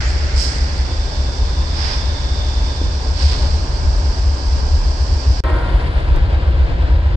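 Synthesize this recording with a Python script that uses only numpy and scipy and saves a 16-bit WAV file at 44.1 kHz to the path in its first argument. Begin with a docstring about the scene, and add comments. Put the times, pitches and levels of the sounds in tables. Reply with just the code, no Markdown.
"""A freight train rolls slowly through a yard close by: diesel tones and roar throb over coloured wheel noise.
A squeak and a rub of brake shoes open it; noise jets make an air leak and three air dryer spits, fans swell,
and a wheel flange, narrow-band noise, sings faintly. At 5.4 s the sound breaks off for an instant and the scene
changes: the leak is gone, the train draws away, sine partials of a horn echo die across the yard, knocks of the
running gear go on, and something ticks on the camera body by the right microphone port."""
import sys
import numpy as np
from scipy import signal
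from scipy.fft import rfft, irfft
from scipy.io import wavfile
from scipy.ndimage import uniform_filter1d, minimum_filter1d

SR = 44100
rng = np.random.default_rng(int(sys.argv[2]) if len(sys.argv) > 2 else 0)


def to_wav(sig):
    """Store sig (one row per channel, or 1-D mono) as 16-bit WAV at the path in sys.argv[1].

    Samples outside -1..1 are clipped; the rate is SR.
    """
    pcm = np.clip(np.atleast_2d(sig), -1, 1) * 32767
    pcm = np.round(pcm).astype(np.int16)
    wavfile.write(sys.argv[1], SR, pcm.T)  # frames by channels


N = 315756
T, HZ = np.arange(N) / SR, np.fft.rfftfreq(N, 1 / SR)

BREAK_S, RESUME_S = 5.4048, 5.438
EDGE_HZ = 14800  # upper band limit

# All colours below are relative spectra; the sources set their own levels.
# Tick on the camera body. Each row: frequency in Hz, density in dB per Hz.
TICK_COLOUR = [(3000, -5), (5000, 4), (7500, -1), (9500, -4), (12000, -2), (14500, -10)]
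TICK_S, TICK_DB, TICK_RISE_S, TICK_T60_S = 6.162, -43, .002, .03

# Faint thin treble hiss, strongest near 4.5 kHz, with a second peak near 9.4 kHz. Each row: frequency in Hz,
# density in dB per Hz.
THIN_HISS_COLOUR = [(4500, 12), (6000, -24), (7400, -9), (8000, -7.5), (8600, -13), (9400, -0.5),
                    (9800, -10), (10500, -21)]
THIN_HISS_DB, THIN_HISS_FADES_S, THIN_HISS_FADE_DB_PER_S = -52.5, 5.93, 26

# Partials of the horn chord across the yard.
# Each row: frequency in Hz, loudest moment in seconds, rms level there in dB before waver, t60 in seconds.
HORN = [(265, 5.46, -39.5, 2.2), (310, 5.53, -34, 1), (364, 5.47, -34, .9), (465, 5.55, -42, 1.5),
        (510, 5.5, -40, 1.3), (533, 5.55, -40.5, 1.2), (548, 5.53, -42, .8), (627, 5.53, -32, .7),
        (732, 5.7, -42, .8), (808, 5.46, -38.5, 1), (936, 5.48, -32, .6), (948, 5.64, -38.5, .9),
        (1010, 5.47, -41, 1), (1048, 5.55, -34.5, .85), (1090, 5.5, -41, .7), (1260, 5.68, -46, 1.2),
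        (1310, 5.47, -35, .7), (1394, 5.64, -36, .75), (1445, 5.56, -40.5, 1), (1500, 5.56, -44, .6),
        (1542, 5.6, -45, .7), (1567, 5.55, -37.5, .55), (1660, 5.55, -46, .7), (1835, 5.48, -38, .35),
        (1878, 5.49, -39, .55), (1890, 5.69, -46, .9), (2095, 5.55, -50, 1), (2160, 5.55, -48, 1),
        (2340, 5.52, -50, 1)]
HORN_RISE_DB_PER_S, HORN_SMEAR_RADIANS = 48, .5

# Steady leak of compressed air. Each row: frequency in Hz, density in dB per Hz.
LEAK_COLOUR = [(900, -11), (1800, 3.5), (2600, 1.5), (3100, 1.5), (3900, -0.5), (4900, -0.5), (5500, -2),
               (6100, -3), (6900, -7), (7400, -5), (8400, -9.5), (9200, -22.5), (10000, -43.5)]
# Whistles within the leak. Each row: frequency in Hz, width in Hz, lift in dB.
LEAK_WHISTLES = [(4350, 47, 0), (4770, 100, 4), (5650, 180, 3.5), (7480, 120, 3)]
LEAK_DB, LEAK_GROWTH_DB_PER_S = -38.5, 0.09  # slowly coming closer

# Air dryer jets. 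Each row: frequency in Hz, density in dB per Hz.
SPIT_COLOUR = [(300, -25.5), (800, -4.5), (1800, 2.5), (2500, 0.5), (3500, 2.5), (4200, -0.5), (5200, -3),
               (6000, -7), (6800, -8.5), (8200, -8.5), (9300, -26), (10400, -46)]
# Air dryer spits. Each row: full flow in seconds, rise from about -10 dB in seconds, hold in seconds,
# t60 in seconds, jet level in dB, tilt in dB per octave, nozzle in Hz, glide in octaves per second,
# nozzle level in dB against the jet.
SPITS = [(0.395, 0.036, 0.035, 0.88, -31.5, 9, 5360, -.5, -5),
         (1.852, 0.12, 0.079, 0.61, -29.5, -4.5, 5085, .2, -8.5),
         (3.237, .08, 0.079, 1.33, -31, 0, 4750, -.5, -9)]
NOZZLE_WIDTH_HZ = 960
SPATTER_DB, SPATTER_PER_S = 1.4, 170
# Very high hiss at the height of the first spit. Each row: frequency in Hz, density in dB per Hz.
HIGH_HISS_COLOUR = [(8000, -2), (10000, 2), (12500, -1), (13300, -26)]
HIGH_HISS_S, HIGH_HISS_HALF_S, HIGH_HISS_DB = 0.426, 0.022, -51

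# Knocks of the running gear.
# Each row: start in seconds, push in dB, rattle in dB, centre in Hz, rattle t60 in seconds.
KNOCKS = [(2.816, -13, -37, 310, .1), (3.61, -37, -37, 582, .2), (4.594, -29, -41, 221, 0.074),
          (5.84, -22, -24, 144, 0.32), (6.14, -37, -30, 310, 0.24)]
RATTLE_RISE_S = .006

# Brake shoes. Each row: frequency in Hz, density in dB per Hz.
RUB_COLOUR = [(1000, -11), (1350, 3), (1650, 1.5), (2050, 3), (2500, -4), (4000, -13), (5500, -18),
              (7000, -16.5), (9000, -35.5), (10000, -61.5)]
# Rubs of the brake shoes. Each row: loudest moment in seconds, half length in seconds, level in dB.
RUBS = [(0, .12, -28), (.35, 0.64, -33), (2.1, 0.75, -40.5)]
# Singing flange. Each row: time in seconds, level in dB.
SINGS = [(0, -59), (.55, -53), (1, -43.5), (1.7, -42), (2.05, -40.5), (2.4, -38), (2.78, -41), (3, -48),
         (3.3, -48), (3.7, -62.5), (4.8, -58), (5.4, -70)]
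SQUEAK_S, SQUEAK_HALF_S, SQUEAK_DB = .08, .042, -40
SQUEAK_HZ, SQUEAK_OCTAVES_PER_S = 7200, 3.6  # pitch at the loudest moment, and its climb

# Radiator fans of the nearest locomotive: grow until they are abreast, then hold.
FANS_DB, FANS_ABREAST_S, FANS_GROWTH_DB_PER_S = -41, 1.6, 14.5

# Drone of the engine housings. Each row: frequency in Hz, density in dB per Hz.
DRONE_COLOUR = [(70, -1), (88, -2), (105, -4), (135, -6), (160, -11), (200, -17.5), (260, -23)]
# Heavy cars shaking the ground. Each row: frequency in Hz, density in dB per Hz.
SHUDDER_COLOUR = [(8, -22), (20, -15), (26, -5.5), (31, -2.5), (42, 4), (46, -10.5)]
# Heavy wheel trucks rolling past. Each row: abreast in seconds, half length in seconds, weight from 0 to 1.
TRUCKS = [(1.472, .3, 0.1), (3.42, .1, 0.6), (3.7, 0.48, 0.3)]
# Running levels of the housings. In order: abreast in dB, drawing away in dB, lift under a heavy truck in dB.
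DRONE_DB = (-30, -25.5, 5)
# Running levels of the ground shudder. In order: abreast in dB, drawing away in dB, truck lift in dB.
SHUDDER_DB = (-29, -23.5, 4)
# Running levels of the wheels, before the gain in scene(). In order: abreast in dB, drawing away in dB,
# truck lift in dB.
ROLL_DB = (-38, -32, 4)

# Wheels and machinery abreast. Each row: frequency in Hz, density in dB per Hz.
ROLL_NEAR_COLOUR = [(150, -21), (200, -5.5), (250, 0.5), (370, -0.5), (460, -0.6), (620, 0.5), (710, -5.5),
                    (800, -3), (1020, -3), (1170, -7.5), (1330, -9), (1650, -7), (2000, -29.5),
                    (2600, -34.5)]
# Wheels and machinery drawing away. Each row: frequency in Hz, density in dB per Hz.
ROLL_FAR_COLOUR = [(150, -13), (230, -7), (350, -4), (410, -6), (540, 1), (760, -3), (950, -5),
                   (1300, -8.5), (1600, -7), (2500, -12.5), (3600, -15), (5000, -20), (5700, -33),
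                   (7900, -37.5), (10000, -76)]
# Resonances of the cars abreast. Each row: frequency in Hz, width in Hz, lift in dB.
ROLL_NEAR_HUM = [(376, 48, 0.5), (507, 61, -1), (595, 9.7, -2.5), (758, 41, 4), (950, 32, -2)]
# Resonances of the cars drawing away. Each row: frequency in Hz, width in Hz, lift in dB.
ROLL_FAR_HUM = [(336, 140, 7), (490, 95, 1.5), (977, 69, 4.5), (1440, 130, 1.5)]

# Exhaust roar abreast. Each row: frequency in Hz, density in dB per Hz.
EXHAUST_NEAR = [(40, -14.5), (50, -1), (58, 0.5), (68, 2), (77, -4), (86, -11), (100, -19.5)]
# Exhaust roar drawing away. Each row: frequency in Hz, density in dB per Hz.
EXHAUST_FAR = [(40, -15), (50, -2), (66, 2.5), (75, -3), (86, -11), (100, -10.5)]
# Firing tones abreast. Each row: frequency in Hz, level in dB against the exhaust roar
# (for tones below STEADY_BELOW_HZ, level within the steady deep layer).
FIRING_NEAR = [(30.9, -14), (35.75, -11), (43.5, -12), (47.15, -10), (51.55, -10), (55, -10), (62.33, -5),
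               (64.98, -3), (68.22, -6), (73.1, -3.5), (78, -9.5)]
# Firing tones drawing away. Each row: frequency in Hz, level in dB as above.
FIRING_FAR = [(25.8, -9), (37.1, -11), (46.8, -8), (50.2, -4), (55.2, -5), (58.45, -3), (66, -3),
              (74.05, -3.5)]
STEADY_BELOW_HZ = 49
THROB_DB, THROB_GROWTH_DB_PER_S = -19, 0.76
BEAT_HZ, BEAT_PEAK_S, BEAT_DB = 4.87, .187, 0.5
UNEVEN_DB, UNEVEN_PER_S = 1.5, 15
# Heaviest surges, when the exhausts fall into step. Each row: peak in seconds, lift in dB.
SURGES = [(.08, 7), (.19, 3.5), (.37, 6.5), (.81, 6), (.92, 9.5), (1.03, 3.5), (1.22, 2.5), (1.43, 9),
          (1.61, 3.5), (2.04, 10.5), (2.13, 5), (2.3, 2.5), (2.42, 2.5), (2.62, 4), (2.88, 7.5), (3.14, 7),
          (3.265, 12), (3.44, 4.5), (3.52, 3), (3.879, 6), (4.03, 3.5), (4.27, 5.5), (4.51, 4), (4.73, 3.5),
          (5.005, 5), (5.129, 6.5), (5.295, 8), (5.53, 5.5), (5.741, 3.5), (6.11, 4), (6.251, 9.5),
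          (6.35, 5), (6.495, 6), (6.625, 8), (6.84, 4), (6.945, 6), (7.08, 4)]
# Deepest lulls, when the exhausts cancel. Each row: lowest moment in seconds, dip in dB.
LULLS = [(.528, -7), (.87, -5), (1.099, -14), (1.35, -12), (1.91, -11.5), (2.177, -7), (2.999, -2),
         (3.36, -6.5), (3.672, -7.5), (4.17, -4), (4.42, -8.5), (4.6, -4.5), (4.94, -4), (5.06, -4.5),
         (5.22, -4.5), (5.94, -5), (6.04, -6), (6.18, -4), (6.42, -4.5), (6.7, -9)]
SURGE_S, LULL_S = 0.034, 0.027  # half lengths
LULL_SHARE = 0.3  # sag on either side of a surge, as a share of its lift

# Likeness of the two channels abreast. Each row: frequency in Hz, likeness from 0 to 1.
LIKENESS_NEAR = [(25, 0.79), (70, 1), (130, 0.9), (250, 0.95), (500, 0.88), (700, .45), (1050, .3),
                 (1300, .55), (1650, 0.11), (3600, 0.25), (5500, 0.28), (9000, 0.13)]
# Likeness of the two channels drawing away. Each row: frequency in Hz, likeness from 0 to 1.
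LIKENESS_FAR = [(250, 1), (500, 0.57), (1000, 0.55), (2300, 0.5), (3600, 0.6), (4700, 0.82), (5600, .25),
                (9000, .2)]
# Left microphone port over right, abreast. Each row: frequency in Hz, difference in dB.
PORTS_NEAR = [(60, 0.6), (550, 1), (800, 0.7), (1300, 1.5), (2000, 0.5), (3100, -0.5), (3900, -5.5),
              (4400, -12), (4800, -14.5), (5200, -15), (5800, -8.5), (6500, -4.5), (8100, -3), (8900, 4),
              (10500, -6)]
# Left port over right, drawing away. Each row: frequency in Hz, difference in dB.
PORTS_FAR = [(60, .6), (300, 1.2), (540, 2.9), (1000, 0.98), (2900, 1), (4400, 3.8), (4900, 11.7),
             (5600, 7.7), (6600, 16), (9000, 24.3)]
# Left port ahead of right, abreast. Each row: frequency in Hz, lead in radians.
LEAD_NEAR = [(20, .13), (60, .12), (130, -.02), (450, -.15), (650, -1), (900, -.2), (1100, -2.3),
             (1400, -3), (2100, -3.6), (2500, -6), (3000, -7), (3300, -4.7), (3850, -3.8), (4500, -5.2),
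             (5500, -6.2), (6200, -5.9), (7300, -4), (8500, -2.9)]
# Left port ahead of right, drawing away. Each row: frequency in Hz, lead in radians.
LEAD_FAR = [(20, .13), (60, .12), (130, -.05), (400, -.5), (1000, -1.3), (2240, -3), (4390, -7.5),
            (5250, -10), (7240, -14.4), (9000, -17)]


def amp(db):
    """Decibels to gain."""
    return 10 ** (np.asarray(db) / 20)


def read(points):
    """A spectrum joined by straight lines on a log-frequency axis."""
    hz, value = np.transpose(points)
    return np.interp(np.log(HZ + 1), np.log(hz + 1), value)


def shape(points):
    """A spectrum in dB that falls 48 dB per octave beyond its ends."""
    octaves_outside = np.abs(np.log2((HZ + 1) / np.clip(HZ + 1, points[0][0], points[-1][0])))
    return read(points) - 48 * octaves_outside


def ring(hz, width):
    """Response in dB of a steep resonance."""
    return -20 * np.log10(1 + (2 * (HZ - hz) / width) ** 2)


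def bumps(rows):
    """Lift in dB from a set of resonances."""
    return sum(db / (1 + (2 * (HZ - hz) / width) ** 2) for hz, width, db in rows)


def level(curve):
    """A dB curve as a gain for every sample."""
    return amp(np.interp(T, *np.transpose(curve)))


def swell(s, half_s):
    """A smooth rise to 1 at time s, and fall."""
    return np.exp(-np.minimum(((T - s) / half_s) ** 2, 100))


def swells(rows):
    """Gain of separate swells whose powers add."""
    return np.sqrt(sum((amp(db) * swell(s, half_s)) ** 2 for s, half_s, db in rows))


def unit(x):
    """Scales to rms 1."""
    return x / np.sqrt(np.mean(x ** 2) + 1e-20)


def drift(rate):
    """Slow chance of rms 1, up to rate turns a second."""
    knots = rng.standard_normal(4096)
    return unit(np.interp(2 * rate * T, np.arange(len(knots)), knots))


def noise(colour_db, likeness=LIKENESS_NEAR):
    """Coloured stereo noise of rms 1, shared between the channels as far as the likeness says."""
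    a, b = rfft(rng.standard_normal((2, N)))
    same = np.clip(read(likeness), -1, 1)
    right = same * a + np.sqrt(1 - same ** 2) * b
    return unit(irfft(np.array([a, right]) * amp(colour_db), N))


def steadied(x, smooth_s):
    """Evens out the chance swells of a low roar."""
    size = int(smooth_s * SR)
    power = uniform_filter1d(uniform_filter1d((x ** 2).mean(0), size), size // 2)
    return x / np.sqrt(power + 1e-6)


def running(near_db, far_db, truck_db):
    """Gain of a running noise: steady on each side of the break, lifted as heavy trucks pass."""
    load = sum(weight * swell(s, half_s) for s, half_s, weight in TRUCKS)
    return amp(np.where(T < RESUME_S, near_db + truck_db * load, far_db))


def tick(snap_db=4, snap_s=0.00028, tail_db=-19, tail_t60=.35, left_db=-15):
    """A crisp tick on the camera body: a brief scrape, a snap and a faint tail, weaker on the left."""
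    age = np.maximum(T - TICK_S, 0)
    rise = swell(TICK_S, TICK_RISE_S) ** (T < TICK_S)
    scrape = amp(-60 * age / TICK_T60_S)
    tail = amp(tail_db - 60 * age / tail_t60)
    snap = amp(snap_db) * swell(TICK_S, snap_s)
    envelope = rise * (scrape + tail) + snap
    return noise(shape(TICK_COLOUR)) * envelope * amp([[TICK_DB + left_db], [TICK_DB]])


def thin_hiss():
    """A faint thin treble hiss, strongest near 4.5 kHz with a second peak near 9.4 kHz, that holds and then
    fades."""
    fade_db = THIN_HISS_FADE_DB_PER_S * np.maximum(T - THIN_HISS_FADES_S, 0)
    return noise(shape(THIN_HISS_COLOUR)) * amp(THIN_HISS_DB - fade_db)


def horn_echo(hold_s=0.066, waver_db=3.5, scatter_db=-36.0, scatter_t60=2.1):
    """Echoes from tanks and sheds cross: each partial crests in its own time and wavers over a scattered wash."""
    wash = noise(shape([(300, -16), (600, -6.0), (1100, 7.5), (1500, -1.5), (2000, 0), (2450, -17)]))
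    out = wash * amp(scatter_db - 60 * np.maximum(T - RESUME_S - hold_s, 0) / scatter_t60)
    start = int(RESUME_S * SR)
    t = T[start:]
    knots_s = RESUME_S + np.arange(60) / 30
    for hz, crest_s, db, t60 in HORN:
        turns = hz * t + rng.random()
        arch_db = np.minimum(HORN_RISE_DB_PER_S * (t - crest_s), 60 * (crest_s - t) / t60)
        for port in out:  # each channel wavers on its own
            waver, phase = (np.interp(t, knots_s, k) for k in rng.standard_normal((2, len(knots_s))))
            tone = np.sqrt(2) * np.sin(2 * np.pi * turns + HORN_SMEAR_RADIANS * phase)
            port[start:] += tone * amp(db + arch_db + waver_db * waver)
    return out


def leak(flutter_db=.5):
    """Compressed air escapes as steady turbulent noise with fuzzy whistles."""
    hiss = noise(shape(LEAK_COLOUR) + bumps(LEAK_WHISTLES))
    return hiss * amp(LEAK_DB + LEAK_GROWTH_DB_PER_S * T + flutter_db * drift(22))


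def spatter():
    """Drops of condensate break up a jet into coarse grains: a gain of rms 1."""
    return unit(amp(SPATTER_DB * drift(SPATTER_PER_S)))


def spits():
    """A valve opens, blows and dies away; its nozzle whistles hoarsely and glides with the pressure."""
    out = 0
    for s, rise, hold, t60, db, tilt_db, hz, glide, nozzle_db in SPITS:
        opening = np.exp(-(np.minimum(T - s, 0) / rise * 1.07) ** 2)
        flow = opening * amp(db - 60 * np.maximum(T - s - hold, 0) / t60)
        jet = noise(shape(SPIT_COLOUR) + tilt_db * np.log2(HZ + 1))
        whistle = signal.hilbert(noise(2 * ring(hz, 2 * NOZZLE_WIDTH_HZ)))
        # shift the whole whistle band along the glide
        shift_hz = hz * (2 ** (glide * np.clip(T - s, -rise, t60 / 2)) - 1)
        nozzle = (whistle * np.exp(2j * np.pi * np.cumsum(shift_hz) / SR)).real
        out = out + (jet + amp(nozzle_db) * nozzle) * flow * spatter()
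    return out


def high_hiss():
    """A brief grainy burst of very high hiss at the first spit's height."""
    burst = noise(shape(HIGH_HISS_COLOUR)) * swell(HIGH_HISS_S, HIGH_HISS_HALF_S)
    return burst * amp(HIGH_HISS_DB) * spatter() ** 2


def knocks(spread=0.33, dull_db=15):
    """Couplers and trucks knock: one compact push, then a rattle in heavily damped steel."""
    out = 0
    for s, push_db, rattle_db, hz, t60 in KNOCKS:
        half_s = 1 / (np.pi * hz)
        push = (2 * ((T - s) / half_s) ** 2 - 1) * swell(s, half_s)
        steel_db = ring(hz, spread * hz) - dull_db * np.maximum(HZ / hz - 2, 0)
        peak_s = s + RATTLE_RISE_S
        rise = swell(peak_s, RATTLE_RISE_S) ** (T < peak_s)
        rattle = noise(steel_db) * rise * amp(-60 * np.clip((T - s) / t60, 0, 2))
        out = out + amp(push_db) * push + amp(rattle_db) * rattle
    return out


def brake_rub():
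    """Brake shoes rub on the wheels: swells of rough friction noise."""
    return noise(shape(RUB_COLOUR)) * swells(RUBS)


def flange(hz=3570, width=335, waver_db=0.8):
    """One flange sings in a fuzzy wheel mode, a narrow band of wavering noise."""
    return noise(ring(hz, width)) * level(SINGS) * amp(waver_db * drift(24))


def squeak(roughness_per_s=170):
    """A wheel squeaks once: a rising sine, roughened by chance."""
    turns = np.cumsum(SQUEAK_HZ * 2 ** (SQUEAK_OCTAVES_PER_S * (T - SQUEAK_S))) / SR
    tone = drift(roughness_per_s) * unit(np.sin(2 * np.pi * turns))
    return tone * amp(SQUEAK_DB) * swell(SQUEAK_S, SQUEAK_HALF_S)


def fans(hz=970, width=420):
    """A broad roar from the radiator fans."""
    return noise(ring(hz, width)) * amp(FANS_DB - FANS_GROWTH_DB_PER_S * np.maximum(FANS_ABREAST_S - T, 0))


def drone(waver_db=0.2, lurch_db=4.5):
    """Low roar of the engine housings, and the ground shuddering under the cars."""
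    housings = steadied(noise(shape(DRONE_COLOUR)), 0.079)
    housings = housings * running(*DRONE_DB) * amp(waver_db * drift(9.8))
    ground = steadied(noise(shape(SHUDDER_COLOUR)), 0.087)
    ground = ground * running(*SHUDDER_DB) * amp(lurch_db * drift(3.4))
    return housings + ground


def rolling(colour, hums, likeness, gain_db, flutter_db):
    """Rough wheels on rail excite the broad resonances of the cars."""
    roar = noise(shape(colour) + bumps(hums), likeness)
    return roar * running(*ROLL_DB) * amp(gain_db + flutter_db * drift(23))


def throb():
    """Gain of the exhaust: a regular beat, chance unevenness, surges with a sag on either side, and deep lulls."""
    beat = BEAT_DB * np.cos(2 * np.pi * BEAT_HZ * (T - BEAT_PEAK_S))
    surge = 0
    for s, db in SURGES:
        surge = surge + db * ((1 + LULL_SHARE) * swell(s, SURGE_S) - LULL_SHARE * swell(s, 3 * SURGE_S))
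    lull = sum(db * swell(s, LULL_S) for s, db in LULLS)
    in_step = np.minimum(sum(swell(s, SURGE_S) for s, db in SURGES), 1)
    uneven = UNEVEN_DB * drift(UNEVEN_PER_S) * (1 - in_step)
    return amp(THROB_DB + THROB_GROWTH_DB_PER_S * T + beat + surge + lull + uneven)


def diesels(colour, firing, gain_db, smooth_s=0.11, deep_db=-21.5):
    """Firing tones beat inside the exhaust roar and follow the throb; the deepest hold steady beneath it."""
    beating, deep = noise(shape(colour)), 0
    for (hz, db), turn in zip(firing, rng.random(len(firing))):
        tone = amp(db) * unit(np.sin(2 * np.pi * (hz * T + turn)))
        if hz < STEADY_BELOW_HZ:
            deep = deep + tone
        else:
            beating = beating + tone
    return (steadied(beating, smooth_s) * throb() + amp(deep_db) * deep) * amp(gain_db)


def reflected(x, echo=0.34, latest_s=.04, across_s=.0004, count=14):
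    """Ballast, rails and car sides send early echoes that ripple the spectrum, a little apart at the two ears."""
    taps = np.zeros((2, SR // 8))
    for when, side, sign in rng.uniform(-1, 1, (count, 3)):
        delay_s = latest_s * abs(when) + .002
        for port, way in zip(taps, (-1, 1)):
            port[int((delay_s + way * side * across_s) * SR)] += np.sign(sign) * echo / np.sqrt(count)
    taps[:, 0] = 1  # direct sound
    soft_ends = signal.windows.tukey(N, .002)
    return signal.oaconvolve(x * soft_ends, taps, axes=1)[:, :N] / np.sqrt(1 + echo ** 2)


def ports(x, balance, leads, left_share):
    """The two microphone ports differ in colour and timing; near the train the right is stronger around 5 kHz."""
    difference_db, lead = read(balance), read(leads)
    left = amp(left_share * difference_db) * np.exp(.5j * lead)
    right = amp((left_share - 1) * difference_db) * np.exp(-.5j * lead)
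    soft_ends = signal.windows.tukey(N, .002)
    return irfft(rfft(x * soft_ends) * np.array([left, right]), N)


def scene(recede_db_per_s=1.6):
    """Abreast of the train, then a brief near-silence, then the train drawing away."""
    body = knocks() + drone()

    near = leak() + spits() + high_hiss() + brake_rub() + flange() + squeak() + fans()
    near = near + rolling(ROLL_NEAR_COLOUR, ROLL_NEAR_HUM, LIKENESS_NEAR, gain_db=6.0, flutter_db=0.75)
    near = reflected(near) + diesels(EXHAUST_NEAR, FIRING_NEAR, gain_db=0.0) + body
    near = ports(near, PORTS_NEAR, LEAD_NEAR, left_share=0)

    far = rolling(ROLL_FAR_COLOUR, ROLL_FAR_HUM, LIKENESS_FAR, gain_db=5.0, flutter_db=0.93)
    far = far * amp(-recede_db_per_s * (T - RESUME_S)) + thin_hiss()
    far = reflected(far) + diesels(EXHAUST_FAR, FIRING_FAR, gain_db=-0.9) + body
    far = ports(far, PORTS_FAR, LEAD_FAR, left_share=0.33) + horn_echo() + tick()

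    # the sound snaps off, dies to almost nothing, then returns at once
    fade = level([(BREAK_S - .0001, 0), (BREAK_S + .0002, -20), (RESUME_S, -46)])
    return np.where(T < RESUME_S, near * fade, far)


def record(dry, ceiling=0.84):
    """The camera's limiter eases down the tallest peaks; then the band limit."""
    size = SR // 50
    allowed = minimum_filter1d(ceiling / np.maximum(np.abs(dry).max(0), ceiling), 2 * size)
    limited = dry * uniform_filter1d(uniform_filter1d(allowed, size), size)
    band_limit = signal.firwin(151, EDGE_HZ, window=("kaiser", 8), fs=SR)
    return signal.oaconvolve(limited, band_limit[None], "same")


dry = scene()
out = record(dry)
to_wav(out)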